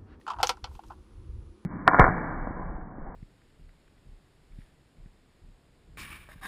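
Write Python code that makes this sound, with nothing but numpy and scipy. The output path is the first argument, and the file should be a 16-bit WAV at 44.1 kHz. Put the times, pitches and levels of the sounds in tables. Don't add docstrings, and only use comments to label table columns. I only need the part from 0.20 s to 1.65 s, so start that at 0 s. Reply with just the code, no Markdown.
import sys
import numpy as np
from scipy import signal
from scipy.io import wavfile
from scipy.ndimage import uniform_filter1d

SR = 44100
rng = np.random.default_rng(int(sys.argv[2]) if len(sys.argv) > 2 else 0)


def unload_wav(signal):
    wavfile.write(
        sys.argv[1],
        SR,
        np.round(np.clip(np.atleast_2d(signal).T, -1, 1) * 32767).astype(np.int16),
    )


N = 63945
TIME = np.arange(N) / SR
AGE = np.arange(SR // 4) / SR
EDGES_HZ = 20 * 2 ** (np.arange(40) / 4)
CENTRES_HZ = np.sqrt(EDGES_HZ[1:] * EDGES_HZ[:-1])
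BANK = [signal.butter(2, pair, "band", fs=SR, output="sos") for pair in zip(EDGES_HZ, EDGES_HZ[1:])]
TREBLE_HZ, TOP_HZ = 1900, 7000


def from_db(db):
    return 10 ** (np.asarray(db) / 20)


def rms_one(x):
    return x / np.sqrt(np.mean(x ** 2) + 1e-20)


def fade(t60_s):
    return np.exp(-np.log(1000) * AGE / max(t60_s, 1e-3))


def fader(points):
    return from_db(np.interp(TIME, *np.transpose(points)))


def add(out, start_s, sound):
    start = max(int(start_s * SR), 0)
    out[start:start + len(sound)] += sound[:N - start]


def band_gains(eq):
    hz, db = np.transpose(eq)
    density_db = np.interp(np.log(CENTRES_HZ), np.log(hz), db, left=-200, right=-200)
    gains = from_db(density_db) * np.sqrt(CENTRES_HZ)
    return gains / np.linalg.norm(gains)


def noise(eq):
    return sum(gain * rms_one(signal.sosfilt(sos, rng.standard_normal(N + SR // 2))[-N:])
               for gain, sos in zip(band_gains(eq), BANK) if gain > 1e-6)


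def clatter(gains, t60_s, tail_t60_s, tail_db, damping):
    out = np.zeros(len(AGE))
    for gain, hz, sos in zip(gains, CENTRES_HZ, BANK):
        grit = np.sign(rng.standard_normal(len(AGE)))
        if gain > 1e-7:
            stretch = (hz / 1000) ** -damping
            envelope = fade(t60_s * stretch) + from_db(tail_db) * fade(tail_t60_s * stretch)
            band = rms_one(signal.sosfilt(sos, grit * envelope))
            out += gain * band * np.sqrt(np.mean(envelope ** 2))
    return out


def ringing(modes, level_db, trim_db=-5, grip_t60_s=.085):
    out = np.zeros(len(AGE))
    for k, (hz, mode_db, free_t60_s) in enumerate(modes):
        gain = from_db(level_db + mode_db + trim_db + rng.normal(0, 1))
        out += (-1) ** k * gain * fade(min(free_t60_s, grip_t60_s)) * np.sin(2 * np.pi * hz * AGE)
    return out


def bloom(hz, swell_s):
    return AGE / swell_s * np.exp(1 - AGE / swell_s) * np.sin(2 * np.pi * hz * AGE)


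# frequency_hz, relative_db
AIR_EQ = [(110, -32), (180, -12.5), (217, -7), (239, -19.5), (334, 0), (374, -5), (396, -17.5), (506, -11),
          (555, -30), (764, -19.5), (1150, -17.5), (1620, -27), (3700, -30), (7990, -39.5), (10400, -39),
          (11200, -50.5), (16000, -62.5)]


def open_air(level_db=-62.5):
    return from_db(level_db) * noise(AIR_EQ)


# pitch_hz, width_hz, level_db
MACHINE_TONES = [(212.2, 2.5, -67), (328.6, 29, -66), (366.7, 11.3, -70), (10800, 77, -90.5),
                 (9860, 69, -84.5)]


def ice_maker():
    out = np.zeros(N)
    for hz, width_hz, level_db in MACHINE_TONES:
        jitter = uniform_filter1d(rng.standard_normal(N), size=100)
        phase_drift = np.cumsum(jitter) * np.sqrt(2 * np.pi * width_hz / SR)
        out += from_db(level_db) * np.sqrt(2) * np.sin(2 * np.pi * hz * TIME + phase_drift)
    return out


# time_s, level_db
GUST_FADER = [(0.0, -63.5), (0.116, -65), (0.192, -39.5), (0.214, -46), (0.416, -56.5), (0.44, -41),
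              (0.476, -51.5), (0.5, -43), (0.56, -42.5), (0.604, -70), (0.642, -59.5), (0.674, -44),
              (0.734, -55.5), (0.802, -48.5), (0.872, -59.5), (0.996, -42), (1.046, -51.5), (1.074, -39.5),
              (1.19, -38.5), (1.206, -46), (1.226, -42.5), (1.316, -48), (1.36, -62.5), (1.45, -67)]
# frequency_hz, relative_db
WIND_EQ = [(20, -8), (35, -0.5), (62, 0.5), (95, -6), (130, -13), (180, -26.5), (300, -32), (450, -31.5),
           (700, -55), (1000, -60.5)]


def wind(trim_db=-.5):
    rumble = noise(WIND_EQ)
    even_rumble = rumble / np.sqrt(uniform_filter1d(rumble ** 2, size=3000))
    return from_db(trim_db) * fader(GUST_FADER) * even_rumble


# time_s, level_db
RUB_FADER = [(0, -81), (0.18, -82.5), (0.222, -70), (0.285, -49.5), (0.34, -78), (0.41, -82), (0.49, -76),
             (0.55, -68), (0.6, -77), (0.68, -70.5), (0.76, -82.5), (1.45, -100)]
# frequency_hz, relative_db
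RUB_EQ = [(1500, -3), (3000, 3), (8000, -0.5), (15000, -5.5)]


def rubbing(grain_db=1.5, grains_per_s=400):
    grain = np.interp(TIME * grains_per_s, np.arange(N), rng.standard_normal(N))
    return fader(RUB_FADER) * from_db(grain_db * grain) * noise(RUB_EQ)


# start_s, level_db
TICK_CUES = [(0.265, -31), (0.271, -7.5), (0.37, -46), (0.55, -74), (0.6655, -46), (0.684, -47.5)]
# frequency_hz, relative_db
TICK_EQ = [(700, -14.5), (1350, -7.5), (2000, -19), (3000, -7), (3600, -9.5), (5800, 0.5), (7400, -7),
           (9000, -23), (11000, -25.5), (16000, -41.5)]


def scoop_ticks(trim_db=-10):
    out = np.zeros(N)
    for start_s, level_db in TICK_CUES:
        tick = clatter(band_gains(TICK_EQ), t60_s=.004, tail_t60_s=.0529, tail_db=-19.5, damping=.05)
        add(out, start_s, from_db(level_db + trim_db) * tick)
    return out


# pitch_hz, relative_db, free_t60_s
TRAY_PARTIALS = [(772, -12.5, 0.18), (822, -25, 0.099), (924, -14.5, .075), (957, -17, 0.26),
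                 (984.7, -13, 0.11), (1215, -24, 0.045), (1160, -26.5, 0.02), (1346, -9, 0.12),
                 (1518, -19, .06)]


def tray_ring(level_db):
    return ringing(TRAY_PARTIALS, level_db)


# start_s, body_db, treble_db, wall_pitch_hz, wall_db
KNOCK_CUES = [(0.012, -72, -44, 1870, -57), (0.066, -36, -30, 1370, -32.5),
              (0.0778, -30.5, -22.5, 1010, -29.5), (0.0818, -30.5, -24, 1315, -25),
              (0.0890, -34, -37, 970, -47), (0.0983, -49, -30, 1020, -30.5), (0.102, -44, -21.5, 1220, -28),
              (0.1042, -31.5, -30.5, 1045, -24.5), (0.1090, -42, -25.5, 1230, -30.5),
              (0.1148, -47, -27, 940, -28), (0.1195, -65, -49.5, 1270, -33.5),
              (0.1255, -43, -76, 900, -33.5), (0.134, -35, -33.5, 1170, -32.5),
              (0.142, -42.5, -59, 1030, -34.5), (0.1632, -38, -46, 910, -36), (0.186, -35, -33.5, 900, -28),
              (0.193, -37, -34.5, 838, -31), (0.2015, -28.5, -30, 810, -21),
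              (0.2075, -31.5, -30, 785.5, -34), (0.212, -63, -27, 920, -33.5),
              (0.371, -47, -45.5, 1350, -51.5), (0.472, -46.5, -44.5, 1134, -53.5),
              (0.513, -54, -53, 880, -53), (0.551, -50.5, -36, 980, -80), (0.5920, -47.5, -40.5, 803, -33),
              (0.636, -47.5, -41.5, 930, -43.5), (0.701, -52.5, -45, 1150, -42.5),
              (0.7055, -38, -42.5, 860, -32.5), (0.715, -41, -56, 1030, -45),
              (0.7200, -59, -43.5, 1100, -46)]
# frequency_hz, relative_db
KNOCK_EQ = [(260, -49.5), (450, -12.5), (586, -34), (720, -2.5), (1020, 5), (1100, -10), (1350, -1.5),
            (1790, -25.5), (1950, -41), (2900, -22.5), (3720, -33), (4850, -31.5), (5530, -38),
            (6790, -39.5), (15000, -66)]


def ice_knocks():
    impacts, walls = np.zeros(N), np.zeros(N)
    for start_s, body_db, treble_db, wall_pitch_hz, wall_db in KNOCK_CUES:
        gains = band_gains(KNOCK_EQ) * from_db(np.where(CENTRES_HZ < TREBLE_HZ, body_db - 4, treble_db))
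        add(impacts, start_s, clatter(gains, t60_s=.023, tail_t60_s=.1, tail_db=-6, damping=.12))
        note = from_db(wall_db - .5) * bloom(wall_pitch_hz, swell_s=.0015)
        add(walls, start_s, note + tray_ring(wall_db - 21))
    low_cut = signal.butter(4, 626, "high", fs=SR, output="sos")
    return impacts + signal.sosfilt(low_cut, walls)


# start_s, body_db, treble_db, top_db, tray_db, scoop_db, flex_db, high_cut_hz
CLACK_CUES = [(0.2301, -11.5, -10.5, -6, -5, -8.5, -13.5, 15300),
              (0.2927, -15, -13.5, -8.5, -9.5, -13, -24, 15000),
              (0.4421, -30, -27, -21.5, -26, -23.5, -35, 6200)]
# frequency_hz, relative_db
CLACK_EQ = [(280, -18), (350, -11.5), (430, -31.5), (620, -25.5), (750, 1), (1000, -3), (1400, -3.5),
            (1700, -22.5), (2200, -8.5), (2800, -11), (3100, -4), (3750, -15.5), (4500, -6), (6000, -12.5),
            (7300, -21), (8200, -24.5), (10800, -31.5), (11700, -22.5), (12600, -35), (16000, -40.5)]
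# pitch_hz, relative_db, free_t60_s
SCOOP_PARTIALS = [(2196, -21, .035), (2420, -22, .04), (2655, -22, .07), (2975, -14, .05),
                  (3055, -18, .045), (3208, -12, .045), (3470, -16, .055), (4115, -14, .045),
                  (4340, -13, .038), (4400, -15, .04), (4560, -17, .045), (4950, -17, .042),
                  (5240, -20, .03), (5750, -15, .028), (11650, -20, .02)]


def scoop_clacks(crack_trim_db=-9.5):
    out = np.zeros(N)
    for start_s, body_db, treble_db, top_db, tray_db, scoop_db, flex_db, high_cut_hz in CLACK_CUES:
        band_db = np.select([CENTRES_HZ < TREBLE_HZ, CENTRES_HZ < TOP_HZ], [body_db, treble_db], top_db)
        gains = band_gains(CLACK_EQ) * from_db(band_db + crack_trim_db)
        crack = clatter(gains, t60_s=.013, tail_t60_s=.11, tail_db=-3, damping=.24)
        snap = from_db(scoop_db + 2) * fade(t60_s=.002) * np.sin(2 * np.pi * 4300 * AGE)
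        ring = tray_ring(tray_db) + ringing(SCOOP_PARTIALS, scoop_db)
        flex = from_db(flex_db) * bloom(hz=848.4, swell_s=.0016)
        hollow = from_db(tray_db - 23) * bloom(hz=498, swell_s=.0055)
        hit = np.zeros(N)
        add(hit, start_s, snap + crack + ring)
        add(hit, start_s + .0026, flex)
        add(hit, start_s + .005, hollow)
        contact_band = signal.butter(2, [300, high_cut_hz], "band", fs=SR, output="sos")
        out += signal.sosfilt(contact_band, hit)
    return out


def scene():
    handling = scoop_clacks() + scoop_ticks() + ice_knocks() + rubbing()
    return (handling + wind() + ice_maker() + open_air())[None]


def record(dry):
    return signal.sosfilt(signal.ellip(10, .1, 80, 16000, fs=SR, output="sos"), dry)


dry = scene()
out = record(dry)
unload_wav(out)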